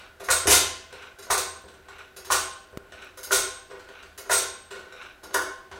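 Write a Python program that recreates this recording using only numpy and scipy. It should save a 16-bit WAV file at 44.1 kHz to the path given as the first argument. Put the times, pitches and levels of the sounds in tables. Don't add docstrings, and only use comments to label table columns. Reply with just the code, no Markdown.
import sys
import numpy as np
from scipy import signal
from scipy.fft import rfft, irfft, next_fast_len
from scipy.io import wavfile
from scipy.ndimage import uniform_filter1d

SR = 44100
rng = np.random.default_rng(int(sys.argv[2]) if len(sys.argv) > 2 else 0)


def store_wav(level_fs):
    pcm = np.round(np.clip(np.atleast_2d(level_fs), -1, 1) * 32767)
    wavfile.write(sys.argv[1], SR, pcm.T.astype(np.int16))


N = 255331
SIZE = 32768
T, HZ = np.arange(SIZE) / SR, np.fft.rfftfreq(SIZE, 1 / SR)


def amp(db):
    return 10 ** (np.asarray(db) / 20)


def evened(x):
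    return x / np.sqrt(np.mean(abs(x) ** 2) + 1e-20)


def unit_blow(x):
    return x / np.sqrt(np.sum(x ** 2) * 10 / SR + 1e-20)


def read(points, hz):
    f, value = np.transpose(points)
    return np.interp(np.log(hz + 1), np.log(f + 1), value)


def add(mix, s, sound):
    start = round(s * SR)
    sound = sound[max(-start, 0):]
    part = mix[max(start, 0):][:len(sound)]
    part += sound[:len(part)]


def causal(db):
    log_gain = np.log(amp(np.r_[db, db[-2:0:-1]]))
    return np.exp(np.conj(signal.hilbert(log_gain)))[:len(db)]


# frequency in Hz, width in Hz, lift in dB.
FRAME_RESONANCES = [(80, 19, 11.5), (307, 13, 6.5), (383.8, 50.6, 12), (502.8, 19, 10), (604, 8.2, 7.5),
                    (642, 9.9, 7.5), (1062, 15, 3), (1405, 61, 2.5), (1486, 146, 9)]


def frame_db(hz):
    return sum(db / (1 + (2 * (hz - f) / width) ** 2) for f, width, db in FRAME_RESONANCES)


# frequency in Hz, decay time t60 in seconds.
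GARAGE_DECAY = [(80, 0.85), (300, 0.58), (700, 0.53), (1500, 0.58), (3000, 0.64), (5500, 0.5), (8000, 0.42),
                (11000, 0.33), (15500, .27)]


def garage(build_s=0.0026, early_s=0.037, early=0.27):
    hz, t, z = signal.stft(rng.standard_normal(SIZE), SR, nperseg=256)
    decay = amp(-60 * t / read(GARAGE_DECAY, hz)[:, None])
    tail = signal.istft(z * decay, SR, nperseg=256)[1][:SIZE]
    tail *= (1 - np.exp(-T / build_s)) * (1 + early * np.exp(-T / early_s))
    return rfft(tail / np.linalg.norm(tail))


def chatter(contact_s, response, grain=0.71, clump_db=4.0, clump_hz=350, size=8192):
    u = T[:size] / max(contact_s, 1e-4)
    hits, weights, clumps = rng.standard_normal((3, size))
    clumps = np.interp(T[:size] * clump_hz, np.arange(size), clumps)
    uneven_hits = hits * np.exp(grain * weights.clip(-2, 2))
    impacts = uneven_hits * amp(clump_db * clumps) * u * np.exp(-u)
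    return unit_blow(irfft(rfft(impacts, SIZE) * response))


def tones(modes, waver=0.93, waver_hz=45, count=128):
    bank = []
    for hz, db, t60 in modes:
        a, b = rng.standard_normal((2, count))
        echoes = 1 + waver * np.interp(T * waver_hz, np.arange(count), a + 1j * b)
        dying = amp(db - 60 * T / t60)
        bank.append(echoes * np.exp(2j * np.pi * hz * T) * dying)
    return np.array(bank, np.complex64)


def ring(bank, contact_s, lift_db=0):
    push = amp(lift_db) * np.exp(2j * np.pi * rng.random(len(bank)))
    swell = 1 - np.exp(-np.minimum(T / max(contact_s, 1e-4) / 2, 10) ** 2)
    note = (push.astype(np.complex64)[:, None] * bank).sum(0).real
    return unit_blow(note * swell)


def blows(rows, colour, modes, room, wet_db, ring_db):
    out, bank = np.zeros(N), tones(modes)
    response = causal(read(colour, HZ) + frame_db(HZ)) * (1 + amp(wet_db) * room)
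    octaves, mode_octaves = np.log2(np.hypot(HZ, 300)), np.log2([hz for hz, *_ in modes])
    for s, db, contact_s, tilt_db, *_ in rows:
        rattle = chatter(contact_s, response * amp(tilt_db * (octaves - 10)))
        note = ring(bank, contact_s, tilt_db * (mode_octaves - 10))
        add(out, s, amp(db) * unit_blow(rattle + amp(ring_db) * note))
    return out


# frequency in Hz, relative spectral level in dB.
AIR_COLOUR = [(12, -35), (22, 0.5), (50, 1), (78, -4), (140, -8.5), (240, -6.5), (382, -10.5), (700, -6),
              (1150, -11.5), (1500, -7.5), (2000, -11.5), (2700, -15.5), (4000, -19), (6200, -23.5),
              (15500, -28.5)]
AIR_DB = -55.5


def air():
    size = next_fast_len(N)
    hz = np.fft.rfftfreq(size, 1 / SR)
    gain = amp(read(AIR_COLOUR, hz) + frame_db(hz))
    noise = irfft(rfft(rng.standard_normal(size)) * gain, size)[:N]
    return amp(AIR_DB) * evened(noise)


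# start in seconds, frame knock in dB,
# oil hiss in dB, delay of the valve click in seconds.
LIFTS = [(-.115, -57, -45.5, .1), (.925, -45.5, -46, 0.096), (1.884, -48, -48, 0.099),
         (2.92, -48, -46.5, 0.098), (3.887, -49.5, -48, .14), (4.923, -49.5, -44, 0.099)]
# frequency in Hz, relative spectral level in dB.
OIL_COLOUR = [(100, -22), (400, -10.5), (1100, 2), (1500, 3), (1950, -4.5), (2400, 5), (2900, 2),
              (3300, -6), (3900, -1), (4600, -20.5), (6000, -11), (7200, -30), (10000, -28), (15000, -37)]
FLOW_PEAK_S, FLOW_HALF_S = 0.11, 0.057


def oil(flutter_db=2, grain=0.37):
    t = np.arange(N) / SR
    flow = sum(amp(db) / np.cosh((t - s - FLOW_PEAK_S) / FLOW_HALF_S) for s, _, db, _ in LIFTS)
    flutter = evened(uniform_filter1d(rng.standard_normal(N), size=250))
    grains = rng.standard_normal(N) * np.exp(grain * rng.standard_normal(N))
    fizz = grains * amp(flutter_db * flutter)
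    valve = irfft(causal(read(OIL_COLOUR, HZ) + frame_db(HZ)))
    return flow * evened(signal.fftconvolve(fizz, valve)[:N])


# start in seconds, nominal level in dB.
TICKS = [(1.621, -44), (2.7778, -30.5), (3.047, -36)]
# start in seconds, peak in dB, length in seconds.
POP = (2.7735, -22, 0.00118)


def ticks(tick_s=0.0004, pop_low_hz=90):
    out = np.zeros(N)
    for s, db in TICKS:
        bright = np.diff(rng.standard_normal(SIZE + 1)) / 2
        add(out, s, amp(db) * bright * np.exp(-T / tick_s))
    s, db, length = POP
    high_pass = signal.butter(1, pop_low_hz, "high", fs=SR)
    add(out, s, amp(db) * signal.lfilter(*high_pass, 1. * (T < length)))
    return out


# start in seconds, level in dB, contact time in seconds,
# tilt in dB per octave, boom of the car body in dB.
JOLTS = [(0.456, -35, .0015, -10, -45.5), (.475, -26, .0037, -6.5, -47)]
# frequency in Hz, relative spectral level in dB.
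KNOCK_COLOUR = [(30, -16), (80, -5), (140, -14), (280, -7), (380, 4.5), (700, 0.5), (1500, -3), (2200, -10),
                (3800, -10), (5000, -18), (8000, -20.5), (15000, -41.5)]
# frequency in Hz, relative level in dB, decay time t60 in seconds.
HANDLE_MODES = [(371, -13, 0.75), (396, -9, 0.62), (501, -3.5, .65), (533, -10.5, 0.564), (611, -2, 0.47),
                (654, -6, 0.97), (779, -12.5, 1), (1061, 0.5, 0.91), (1147, -5.5, 0.61), (1300, -8, .5),
                (1392, 2.5, 0.3), (1446, 5, 0.25), (1517, -1.5, 0.87), (1654, -12, 0.64), (1886, -4, 0.43),
                (1880, 1, 0.42), (2202, -1.5, 0.52)]


def jolts(room):
    return blows(JOLTS, KNOCK_COLOUR, HANDLE_MODES, room, wet_db=-1, ring_db=-6)


# start in seconds, clunk in dB,
# boom of the car body in dB, clash delay in seconds, clash in dB, clash contact time in seconds,
# high ring in dB, rebound in dB relative to the clash.
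STROKES = [(.286, -25, -44.5, 0.014, -23, 0.0081, -27.5, -17),
           (1.301, -25.5, -51.5, 0.0022, -26.5, 0.011, -32.5, -4),
           (2.302, -24.5, -48, 0.0029, -24, .016, -37, -17),
           (3.307, -25, -50, 0.0062, -22, .016, -32.5, -14), (4.295, -25, -47, .008, -24, 0.014, -26.5, -7),
           (5.342, -25, -55, 0, -31, 0.0025, -51, -13.5)]
# frequency in Hz, relative level in dB, decay time t60 in seconds.
BODY_MODES = [(62, -9.5, .55), (82.3, 4, 0.94), (101, -12, 0.32)]


def boom(swell_s=0.005):
    out, bank = np.zeros(N), tones(BODY_MODES, waver=.2, waver_hz=19)
    from_clunks = [(s, db) for s, _, db, *_ in STROKES]
    from_jolts = [(s, db) for s, *_, db in JOLTS]
    for s, db in from_clunks + from_jolts:
        add(out, s, amp(db) * ring(bank, swell_s))
    return out


# start in seconds, tink in dB,
# frame knock in dB, tilt in dB per octave, delay of the second tink in seconds, second tink in dB.
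SLACK = [(.198, -54.5, -42, -0.5, 0.039, -46), (1.185, -51, -50.5, -2.5, 0.037, -49),
         (2.163, -47, -49.5, -1.5, .083, -47.5), (3.172, -49, -46.5, 1.5, 0.058, -40.5),
         (4.176, -44.5, -47.5, 1, .083, -65), (5.231, -50, -47, -2.5, 0.1, -49)]
# frequency in Hz, relative spectral level in dB.
TINK_COLOUR = [(100, -24.5), (1200, 0.5), (3000, -4), (4000, -4.5), (6500, 4), (8000, -10), (10300, 1),
               (11500, -5.5), (15500, -5)]
# frequency in Hz, relative level in dB, decay time t60 in seconds.
LINK_MODES = [(3000, -13.5, 0.45), (3500, -6, 0.26), (3910, -4, 0.44), (4450, -1, 0.28), (4969, -4.5, .4),
              (5450, -2.5, 0.37), (6503, 3.5, 0.36), (6500, -0.5, 0.347), (6800, -1, 0.31),
              (7500, -4, 0.24), (8200, -3, .3), (8540, -3, .3), (9200, -1.5, 0.41), (9800, -5.5, 0.29),
              (10300, -0.5, 0.27), (12600, -2, .25), (12645, -0.5, .25), (13500, -5.5, .25),
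              (15100, -15, .25)]
TINK_CONTACT_S = .0022


def tinks(room):
    rows = []
    for s, db, _, tilt_db, delay_s, second_db in SLACK:
        rows.append((s, db, TINK_CONTACT_S, tilt_db))
        rows.append((s + delay_s, second_db, TINK_CONTACT_S, tilt_db))
    return blows(rows, TINK_COLOUR, LINK_MODES, room, wet_db=9.5, ring_db=-2.0)


# start in seconds, level in dB, contact time in seconds.
STOPS = [(1.639, -50, 0.0025), (2.73, -50, 0.0013), (3.697, -43.5, 0.0085), (4.705, -40.5, 0.0075),
         (5.713, -43.5, 0.0045)]
STOP_NEUTRAL_DB, STOP_TILT_PER_DB = -43.5, 1.13
SETTLE_GAP_S, SETTLE_DROP_DB, SETTLE_CONTACT_S = .046, 5, 0.0039
SETTLE_JITTER_S, SETTLE_TILT_SPREAD_DB = .008, 4


def stop_knocks(count=3):
    for s, db, contact_s in STOPS:
        tilt_db = STOP_TILT_PER_DB * (db - STOP_NEUTRAL_DB)
        yield s, db, contact_s, tilt_db
        for k, (late, bright) in enumerate(rng.uniform(-0.9, 1, (count, 2)), 1):
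            settle_s = s + k * SETTLE_GAP_S + SETTLE_JITTER_S * late
            yield settle_s, db - k * SETTLE_DROP_DB, SETTLE_CONTACT_S, SETTLE_TILT_SPREAD_DB * bright


SLACK_KNOCK_CONTACT_S = .006
LOAD_LEAD_S, LOAD_KNOCK_DB, LOAD_CONTACT_S = .034, -49.5, 0.0023
LIFT_CONTACT_S, LIFT_TILT_DB = 0.002, 2
VALVE_DB, VALVE_CONTACT_S, VALVE_TILT_DB = -52, 0.0024, 3


def knock_rows():
    for s, _, db, tilt_db, *_ in SLACK:
        yield s, db, SLACK_KNOCK_CONTACT_S, tilt_db
    for s, *_ in STROKES:
        yield s - LOAD_LEAD_S, LOAD_KNOCK_DB, LOAD_CONTACT_S, 0
    yield from stop_knocks()
    for s, db, _, valve_s in LIFTS:
        yield s, db, LIFT_CONTACT_S, LIFT_TILT_DB
        yield s + valve_s, VALVE_DB, VALVE_CONTACT_S, VALVE_TILT_DB


def knocks(room):
    return blows(knock_rows(), KNOCK_COLOUR, HANDLE_MODES, room, wet_db=4.0, ring_db=-9.0)


# start in seconds, level in dB, contact time in seconds,
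# tilt in dB per octave.
CRASH = [(.4705, -22, 0.0023, -0.9), (.487, -15, 0.018, 1.5)]
# frequency in Hz, relative spectral level in dB.
CRASH_COLOUR = [(30, -8), (80, -17), (140, -21.5), (260, -12.5), (380, -4.5), (520, 0.5), (800, 2.5),
                (1600, -0.5), (2600, 1.5), (4500, 0.5), (6500, 3.5), (10000, 1), (11500, -4), (15500, -13)]
# frequency in Hz, relative level in dB, decay time t60 in seconds.
CRASH_MODES = [(1040, -1, 0.66), (2070, 0, 0.58), (3630, 4.5, 0.46), (3820, 2.5, 0.38), (4470, -12, 0.48),
               (4880, -16.5, .45), (4915, -7.5, 0.59), (5470, -5, .45), (6030, -1.5, 0.55),
               (5900, -13, .42), (7030, -10.5, .45), (7500, -7.5, 0.36), (7460, -29, 0.393),
               (8660, -1.5, 0.44), (9200, -1, 0.22), (10900, -2.5, 0.25), (10340, 2.5, .35),
               (12161, -3.5, 0.34)]


def crash(room):
    return blows(CRASH, CRASH_COLOUR, CRASH_MODES, room, wet_db=9, ring_db=-8.0)


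# frequency in Hz, relative spectral level in dB.
CLASH_COLOUR = [(60, -14.5), (250, -23.5), (450, -2.5), (1500, -7), (2300, -1.5), (3000, -4.5), (3800, 1.5),
                (5000, 0), (6500, 5.5), (7600, 1), (8500, 2), (10400, 3), (11300, -5.5), (15500, -5.5)]


def slide(room, lead_s=0.0048, slide_db=-19, slide_s=0.013):
    out, response = np.zeros(N), causal(read(CLASH_COLOUR, HZ)) * (1 + room)
    for s, db, *_ in STROKES:
        add(out, s - lead_s, amp(db + slide_db) * chatter(slide_s, response))
    return out


# frequency in Hz, relative level in dB,
# decay time t60 in seconds.
HIGH_RING = [(8268, 0, .58), (8243, -11, .58), (8335, -8, .5)]


def high_ring():
    out = np.zeros(N)
    for s, _, _, delay_s, _, contact_s, db, _ in STROKES:
        bank = tones(HIGH_RING, waver=1.0, waver_hz=56.5)
        add(out, s + delay_s, amp(db) * ring(bank, contact_s))
    return out


# frequency in Hz, relative level in dB,
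# decay time t60 in seconds.
STEEL_MODES = [(3343, -8, .55), (3585, -3, .6), (3908, -3, .5), (4565, -6, .55), (5190, -6, .42),
               (6164, -1, .42), (6471, -1, .45), (6880, -2, .38), (8500, -2, .5), (8645, -1, .42),
               (8818, 0, .48), (9012, -3, .45), (9275, -3, .45), (10290, 1, .36), (11860, -13, .35),
               (12672, -8, .32), (13566, -11, .28)]
CLASH_TILT_DB = -0.6
REBOUND_S, REBOUND_CONTACT_S = .075, 0.0023


def clashes(room):
    rows = []
    for s, _, _, delay_s, db, contact_s, _, rebound_db in STROKES:
        clash_s = s + delay_s
        rows.append((clash_s, db, contact_s, CLASH_TILT_DB))
        rows.append((clash_s + REBOUND_S, db + rebound_db, REBOUND_CONTACT_S, CLASH_TILT_DB))
    return blows(rows, CLASH_COLOUR, STEEL_MODES, room, wet_db=3.0, ring_db=-12.5)


# frequency in Hz, relative spectral level in dB.
CLUNK_COLOUR = [(30, -20.5), (80, -23), (130, -26.5), (260, -17), (370, -7), (600, -3.5), (850, -1.5),
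                (1150, 1), (1500, -0.5), (1900, -4), (2300, -14.5), (5000, -20.5), (15000, -45)]
CLUNK_CONTACT_S, CLUNK_TILT_DB = .0025, 0


def clunks(room):
    rows = [(s, db, CLUNK_CONTACT_S, CLUNK_TILT_DB) for s, db, *_ in STROKES]
    return blows(rows, CLUNK_COLOUR, HANDLE_MODES, room, wet_db=5.5, ring_db=-6.5)


def scene():
    room = garage()
    background = air() + oil() + ticks()
    slip = jolts(room) + crash(room)
    frame = boom() + tinks(room) + knocks(room)
    handle = slide(room) + high_ring() + clashes(room) + clunks(room)
    return (background + slip + frame + handle)[None]


EDGE_HZ = 15850


def record(dry):
    low_pass = signal.firwin(511, EDGE_HZ, window=("kaiser", 9), fs=SR)
    return signal.oaconvolve(dry, low_pass[None], "same")


dry = scene()
out = record(dry)
store_wav(out)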